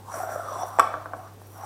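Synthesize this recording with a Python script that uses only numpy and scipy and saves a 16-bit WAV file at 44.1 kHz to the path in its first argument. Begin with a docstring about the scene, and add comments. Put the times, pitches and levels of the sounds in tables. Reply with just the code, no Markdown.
"""A low mains hum, then a glass bowl of dough scrapes and judders on a stone counter in a kitchen as hands knead.
Random slips excite the counter and the hollow under the foot, grit sets the glass singing, crumbs rustle.
The bowl tips, knocks down hard and rocks a few times: clicks ring counter and glass, and landings, from
hard slams to faint taps, are sines soon choked. Decaying noise gives the kitchen's echoes; room noise and
a low rumble lie below."""
import sys
import numpy as np
from scipy import signal
from scipy.fft import rfft, irfft
from scipy.io import wavfile

SR = 44100
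rng = np.random.default_rng(int(sys.argv[2]) if len(sys.argv) > 2 else 0)


def store_pcm(level_fs):
    """Save levels as 16-bit WAV."""
    pcm = np.round(np.clip(level_fs, -1, 1) * 32767).astype(np.int16)
    wavfile.write(sys.argv[1], SR, np.atleast_2d(pcm).T)


def makeup_ratio(level_db):
    """Linear amplitude ratio for a level in decibels (20 dB per factor of ten)."""
    decades = np.asarray(level_db, float) / 20
    return 10 ** decades


N = 72765   # samples, 1.65 s

# modes of the bowl, damped by dough and hands; both levels are relative, before a weight by width:
# pitch_hz, width_hz, scraped_db, struck_db
GLASS_MODES = [(2406, 110, -31, 1), (2650, 28, -35, -11), (3047, 80, -24, -10), (3475, 60, -20, -5),
               (4610, 29, -28, -16), (5194, 14, -35, -14), (5510, 83, -3, -3), (5784, 160, -0.5, -1.5),
               (5860, 130, -9, -7), (7094, 110, -11.5, -14), (7240, 43, -7, -26), (7740, 72, -5, 2),
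               (8540, 124, -7.5, -7), (8080, 40, -4.5, -17), (9520, 300, -13, -13.5),
               (10570, 130, -11, -10.5), (12200, 190, -12, -12), (14120, 260, -17, -13),
               (15050, 100, -22.5, -32)]


def rms_one(x):
    """Scales x to rms 1."""
    return x / np.sqrt(np.mean(x ** 2) + 1e-20)


def in_time(tables):
    """Joins tables that start with a time in s and draws straight lines between their rows."""
    s, *columns = np.transpose(np.concatenate(tables))
    return [np.interp(np.arange(N) / SR, s, column) for column in columns]


def drift(rate_hz):
    """Slow random wander of rms 1, from noise through a double low-pass."""
    r = np.exp(-2 * np.pi * rate_hz / SR)
    noise = rng.standard_normal(N + SR)
    return rms_one(signal.lfilter([1], [1, -2 * r, r * r], noise)[SR:])   # drops the filter's first second


def grains(per_s, spread_db):
    """Random clicks of uneven size and either sign; rms 1."""
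    sizes = makeup_ratio(spread_db * np.minimum(rng.exponential(1, N), 5)) * rng.choice([-1, 1], N)
    return rms_one(sizes * (rng.random(N) < per_s / SR))


def band(x, order, edges_hz):
    """Butterworth band-pass between two edges."""
    return signal.sosfilt(signal.butter(order, edges_hz, "band", fs=SR, output="sos"), x)


def poles(hz, width_hz):
    """Filter coefficients of one resonance; a wider one is damped faster."""
    r = np.exp(-np.pi * width_hz / SR)
    return (1 - r * r) / 2 * np.array([1, 0, -1]), [1, -2 * r * np.cos(2 * np.pi * hz / SR), r * r]


def resonance(x, hz, width_hz):
    """Two passes at one pitch, the first wider, leave dark valleys beside the peak; rms 1."""
    first = signal.lfilter(*poles(hz, 1.9 * width_hz), x)
    return rms_one(signal.lfilter(*poles(hz, width_hz), first))


def moving_resonance(x, hz, width_hz):
    """Two passes through a resonance whose pitch and width move, the second twice as wide; rms 1."""
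    step = 128   # samples between coefficient updates
    for widen in (1, 2):
        state, moved = np.zeros(2), np.zeros(N)
        for i in range(0, N, step):
            coefficients = poles(hz[i], widen * width_hz[i])
            moved[i:i + step], state = signal.lfilter(*coefficients, x[i:i + step], zi=state)
        x = moved / width_hz ** .25   # offsets part of the gain of wide settings on noise
    return rms_one(x)


def ring(clicks, hz, t60_s):
    """A unit click sets a decaying sine ringing from height 1."""
    r, w = makeup_ratio(-60 / (t60_s * SR)), 2 * np.pi * hz / SR
    return signal.lfilter([0, np.sin(w)], [1, -2 * r * np.cos(w), r * r], clicks + 1e-18)


def counter_thrum():
    """Slips of the foot drive fixed counter modes and one main mode that moves as the weight shifts."""
    # counter modes under the foot, level against the main thrum: pitch_hz, width_hz, level_db
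    counter_modes = [(602, 267, -7), (384, 225, -19), (1080, 33, -9.5), (1520, 50, -16.5),
                     (1850, 18, -38.5)]
    # weight shifting on the foot: time_s, main_thrum_hz, hollow_width_hz
    weight_shift = [
        [(.09, 797, 130), (.12, 770, 417), (.16, 625, 463), (.21, 668, 417), (.29, 690, 230), (.44, 630, 218),
         (.53, 575, 196), (.575, 750, 216), (.66, 656, 230), (.7, 796, 230), (.9, 677, 225), (1.55, 722, 380)],
    ]
    slips = grains(2500, 1.0)
    thrum_hz, hollow_width_hz = in_time(weight_shift)
    thrum = moving_resonance(slips, thrum_hz, np.full(N, 150))   # width 150 Hz
    for hz, width_hz, level_db in counter_modes:
        thrum = thrum + makeup_ratio(level_db) * resonance(slips, hz, width_hz)
    lumps_db, lumps_hz = 2, 22   # the level wanders
    return thrum * makeup_ratio(lumps_db * drift(lumps_hz)), hollow_width_hz


def hollow_under_foot(pitch_hz, width_hz):
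    """Slips drive the hollow under the foot, a moving resonance with a broad skirt above it."""
    # skirt against the moving resonance: pitch_hz, width_hz, level_db
    hollow_skirt = [(2180, 2900, -19.5)]
    slips = grains(2500, 2.7)
    skirt = sum(makeup_ratio(db) * resonance(slips, hz, width) for hz, width, db in hollow_skirt)
    return moving_resonance(slips, pitch_hz, width_hz) + skirt


def gritty_glass(fine_db):
    """Grit clicks drive the glass modes; fine_db tilts those above 5700 Hz by so much an octave."""
    grit = grains(4500, 2.2)
    wander_db, wander_hz = 3, 8   # each mode's level wanders
    glass = np.zeros(N)
    for hz, width_hz, scraped_db, _ in GLASS_MODES:
        level_db = scraped_db + fine_db * np.log2(max(hz / 5700, 1)) + wander_db * drift(wander_hz)
        glass += makeup_ratio(level_db) * resonance(grit, hz, width_hz) * np.sqrt(width_hz / 140)
    return glass


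def singing_wall():
    """The grip frees or damps one thin mode of the bowl wall, heard as narrow noise."""
    # time_s, level_db
    wall_level = [
        [(.2, -85), (.27, -68), (.39, -69), (.43, -80), (.49, -61), (.63, -58), (.67, -70), (.76, -88)],
    ]
    return makeup_ratio(in_time(wall_level)[0]) * resonance(rng.standard_normal(N), 3480, 65)   # pitch, width in Hz


def drag():
    """The dragging foot slips on the stone: counter, hollow, gritty glass and singing wall together."""
    # the foot's drag: time_s, thrum_db, hollow_db, hollow_pitch_hz, grit_db, grit_fineness_db_per_octave
    foot_drag = [
        [(0, -56, -73, 1080, -73, 17), (.065, -58, -50, 1040, -93, 7), (.09, -45, -42, 1000, -66, 4),
         (.15, -48, -41, 1190, -50.5, 5), (.2, -37, -39.5, 1180, -57, 12), (.26, -43, -44.5, 1360, -58.5, 7.5),
         (.32, -39, -40, 1470, -56, 6), (.41, -46, -43, 1283, -58.5, 5), (.46, -41.5, -39.5, 1226, -61.5, 2.5),
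         (.53, -42, -35.5, 1076, -57, 3.5), (.61, -37.5, -41.5, 1030, -50.5, 0),
         (.635, -39, -35, 1040, -44, -18), (.65, -42.5, -38.5, 1020, -60.5, -0.5),
         (.7, -47, -41, 1070, -62.5, 2), (.775, -42.5, -43, 1160, -65, 9.5)],
        [(.87, -39.5, -38.5, 1200, -57.5, -3), (.98, -46.5, -41.5, 1200, -73, -19),
         (1.03, -59, -45.5, 1130, -87, 1), (1.12, -50.5, -55, 1170, -96, 2), (1.16, -45.5, -72, 1080, -70, 11),
         (1.22, -49, -53.5, 1080, -71, 8), (1.28, -59, -49, 1130, -71, 5), (1.325, -64, -73, 1080, -80, 1),
         (1.515, -76, -64, 935, -71.5, 5), (1.56, -54, -52.5, 1180, -66, -6), (1.61, -43, -46.5, 1010, -65, -3),
         (1.65, -40.5, -42, 990, -53.5, 3)],
    ]
    thrum_db, hollow_db, hollow_hz, grit_db, fine_db = in_time(foot_drag)
    thrum, hollow_width_hz = counter_thrum()
    hollow = hollow_under_foot(hollow_hz, hollow_width_hz)
    scrape = makeup_ratio(thrum_db) * thrum + makeup_ratio(hollow_db) * hollow
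    return scrape + makeup_ratio(grit_db) * gritty_glass(fine_db) + singing_wall()


def judders():
    """The foot catches and lets go: each time a sine swells and fades within a few cycles."""
    # start_s, peak_db of the swell, pitch_hz
    catches = [(0.086, -32, 1035), (0.138, -32, 642), (0.138, -31, 1440), (0.173, -40, 346),
               (0.201, -23, 747), (0.232, -38.5, 430), (0.234, -32.5, 1426), (0.358, -29, 1260),
               (.404, -30.5, 1373), (0.234, -23, 710), (0.29, -29.5, 623), (0.317, -28.5, 650),
               (0.359, -22.5, 596), (0.396, -23.5, 688), (0.485, -26, 1208), (0.529, -27, 1070),
               (.562, -38, 394), (0.609, -27, 914), (0.633, -18.5, 716), (0.979, -31, 647),
               (1.568, -41.5, 794), (1.635, -29, 800)]
    rise_s, fall_s = 0.00088, 0.0035
    out, t = np.zeros(N + SR), np.arange(SR // 20) / SR
    rise = (t / rise_s) ** 2 / (1 + (t / rise_s) ** 2)
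    swell = rise * np.exp(-(t / (2 * fall_s)) ** 2)
    swell /= swell.max()
    for start_s, peak_db, hz in catches:
        i = int(start_s * SR)
        out[i:i + len(t)] += makeup_ratio(peak_db) * swell * np.sin(2 * np.pi * (hz * t + rng.random()))
    return out[:N]


def knocks():
    """The foot strikes the stone: clicks ring clack, thud, slab and glass, and a noise burst crushes grit."""
    # knock times: start_s
    knock_times = [.7874, .79535, .7980, .9404, 1.0577, 1.1340]
    # one row a knock: strike_db before filtering, glass_db and thud_db against it
    knock_levels = [(-15, -23, 6.5), (-20, -2, -33), (-21, -2, -26), (-17.5, -42, -11), (-23, -34, 1),
                    (-20.5, -38, 5)]
    # clack and thud modes, relative level: pitch_hz, level_db, t60_s
    clack_modes = [(1150, -3, .03), (1340, -7, .024), (1500, -8, .026)]
    thud_modes = [(667, -10.5, 0.037), (844, -15, 0.017), (517, -20, 0.07)]
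    # the heavy slab shaking, relative level before its resonance: pitch_hz, level_db, t60_s
    slab_modes = [(33, -27, 0.078), (300, -24.5, 0.14)]
    start_s = np.array(knock_times)
    strike_db, glass_db, thud_db = np.transpose(knock_levels)

    def blows(level_db):
        """One downward click a knock."""
        clicks = np.zeros(N)
        clicks[(start_s * SR).astype(int)] = -makeup_ratio(level_db)
        return clicks

    contact = sum(ring(blows(strike_db + db), hz, t60_s) for hz, db, t60_s in clack_modes)
    for k, (hz, db, t60_s) in enumerate(thud_modes):
        contact = contact + ring(blows(strike_db + thud_db + db), hz, t60_s) * (-1) ** k
    out = band(contact, 4, [470, 1730])   # soft contact dulls the blow

    for hz, db, t60_s in slab_modes:
        shake = ring(blows(strike_db + db), hz, t60_s)
        out = out + signal.lfilter(*poles(hz, hz), shake)   # a heavy slab builds up over a cycle

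    crack_db, crack_t60_s = -1.5, 0.0059   # level beside the glass, before the band-pass
    crack_decay = makeup_ratio(-60 / (crack_t60_s * SR))
    burst = signal.lfilter([1], [1, -crack_decay], blows(strike_db + glass_db + crack_db))
    out = out + band(burst * rng.standard_normal(N), 2, [1730, 5400])

    for k, (hz, width_hz, _, struck_db) in enumerate(GLASS_MODES):
        uneven_db = rng.normal(0, 0.98, len(start_s))
        t60_s = np.log(1000) / np.pi / width_hz   # a wide mode dies fast
        mode = ring(blows(strike_db + glass_db + struck_db + uneven_db), hz, t60_s)
        out = out + mode * np.sqrt(width_hz / 140) * (-1) ** k
    return out


def landings():
    """Landings, from hard slams to faint taps, ring briefly until the foot seats and chokes them."""
    # start_s, start_db before the band-pass, free_s, pitch_hz
    touchdowns = [(.7876, -5, .0012, 900), (.7954, -4.5, .0036, 1195), (.79985, -2.5, .0034, 1200),
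                  (1.1344, -19, .0012, 1050), (1.4172, -36, .0012, 800)]
    t60_s, choke_s, choked_share = .05, .0004, .2   # the choke leaves a fifth of the ring
    out, t = np.zeros(N), np.arange(SR // 20) / SR
    for start_s, start_db, free_s, hz in touchdowns:
        choke = np.maximum(np.exp(-np.maximum(t - free_s, 0) / choke_s), choked_share)
        shape = makeup_ratio(start_db - 60 * t / t60_s) * choke
        i = int(start_s * SR)
        out[i:i + len(t)] -= shape * np.sin(2 * np.pi * hz * t)
    return band(out, 3, [300, 2100])


def rustle():
    """Crumbs shear and spill between the fingers: swells of dense dry grains, each with its brightness."""
    # middle_s, spread_s, level_db, middle_hz
    spills = [(0.154, 0.057, -51, 8050), (0.226, 0.0027, -50, 8050), (0.331, 0.019, -50.5, 8100),
              (0.43, 0.045, -59, 9100), (0.485, 0.0086, -62, 11000), (0.615, 0.018, -56, 10000),
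              (0.678, 0.016, -51, 10500), (0.932, 0.0052, -57, 8800), (1.022, 0.0057, -60, 9850),
              (1.339, 0.0033, -60, 10100), (1.42, 0.013, -62, 11000), (1.473, 0.01, -57.5, 12500),
              (1.522, 0.015, -57.5, 11200), (1.57, 0.019, -55.5, 12000), (1.61, .01, -61, 12000)]
    spread_octaves = 0.52
    crumbs = rfft(grains(6100, 4.4))
    t, hz = np.arange(N) / SR, np.fft.rfftfreq(N, 1 / SR) + 1
    out = np.zeros(N)
    for middle_s, spread_s, level_db, middle_hz in spills:
        swell = np.exp(-.5 * ((t - middle_s) / spread_s) ** 2)
        colour = np.exp(-.5 * (np.log2(hz / middle_hz) / spread_octaves) ** 2)
        out += makeup_ratio(level_db) * swell * rms_one(irfft(crumbs * colour, N))
    return out


def kitchen(x):
    """The kitchen's dense echoes: noise in half-octave bands, each dying at its own rate."""
    # pitch_hz, t60_s, relative level_db
    room_decay = [(150, 0.18, -7.5), (707, 0.42, 2), (1200, 0.35, -6.5), (2500, 0.62, -2),
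                  (4600, 0.31, -1.5), (6400, 0.31, -9.5), (12000, 0.3, -1.5)]
    first_echo_s = 0.0046   # about 1.6 m of extra path
    t, edges_hz = np.arange(SR) / SR, 60 * 2. ** np.arange(0, 8.6, .5)
    hz, t60_s, level_db = np.transpose(room_decay)
    echoes = np.zeros(SR)
    for low, high in zip(edges_hz, edges_hz[1:]):
        middle = np.log(low * high) / 2
        band_db = np.interp(middle, np.log(hz), level_db)
        band_t60_s = np.interp(middle, np.log(hz), t60_s)
        echoes += band(rng.standard_normal(SR), 2, [low, high]) * makeup_ratio(band_db - 60 * t / band_t60_s)
    echoes = echoes * (t > first_echo_s)
    return signal.fftconvolve(x, rms_one(echoes) / np.sqrt(SR))[:N]   # echoes of unit energy


def mains_hum():
    """A sine that wavers a little in level and phase."""
    hum_hz, hum_db, waver_db, waver_cycles = 99.9, -48.5, .6, .015
    cycles = hum_hz * np.arange(N) / SR + waver_cycles * drift(2.3) + rng.random()
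    return makeup_ratio(hum_db + waver_db * drift(8.5)) * np.sqrt(2) * np.sin(2 * np.pi * cycles)


def room_noise():
    """Noise shaped to the room's spectrum, with a low rumble."""
    # pitch_hz, relative level_db per Hz
    air_spectrum = [(76, -50), (130, -0.5), (153, -8.5), (416, -7), (561, -10.5), (945, -15.5), (2420, -26),
                    (7000, -30), (15600, -31)]
    points_hz, points_db = np.transpose(air_spectrum)
    hz = np.fft.rfftfreq(N, 1 / SR) + 1
    colour = makeup_ratio(np.interp(np.log(hz), np.log(points_hz), points_db))
    air = rms_one(irfft(rfft(rng.standard_normal(N)) * colour, N))
    rumble = resonance(rng.standard_normal(N), 45, 60)   # pitch, width in Hz
    return makeup_ratio(-52) * air + makeup_ratio(-65) * rumble


def scene():
    """The bowl on its counter, the kitchen's echoes of it and the background, in mono."""
    bowl = drag() + judders() + knocks() + landings() + rustle()
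    room_db = -8.5
    return (bowl + makeup_ratio(room_db) * kitchen(bowl) + mains_hum() + room_noise())[None]


def roll_off(x):
    """The treble ends steeply here."""
    return signal.sosfilt(signal.butter(12, 15760, fs=SR, output="sos"), x)


def record(dry):
    """Delivers the finished mix."""
    return roll_off(dry)


dry = scene()
out = record(dry)
store_pcm(out)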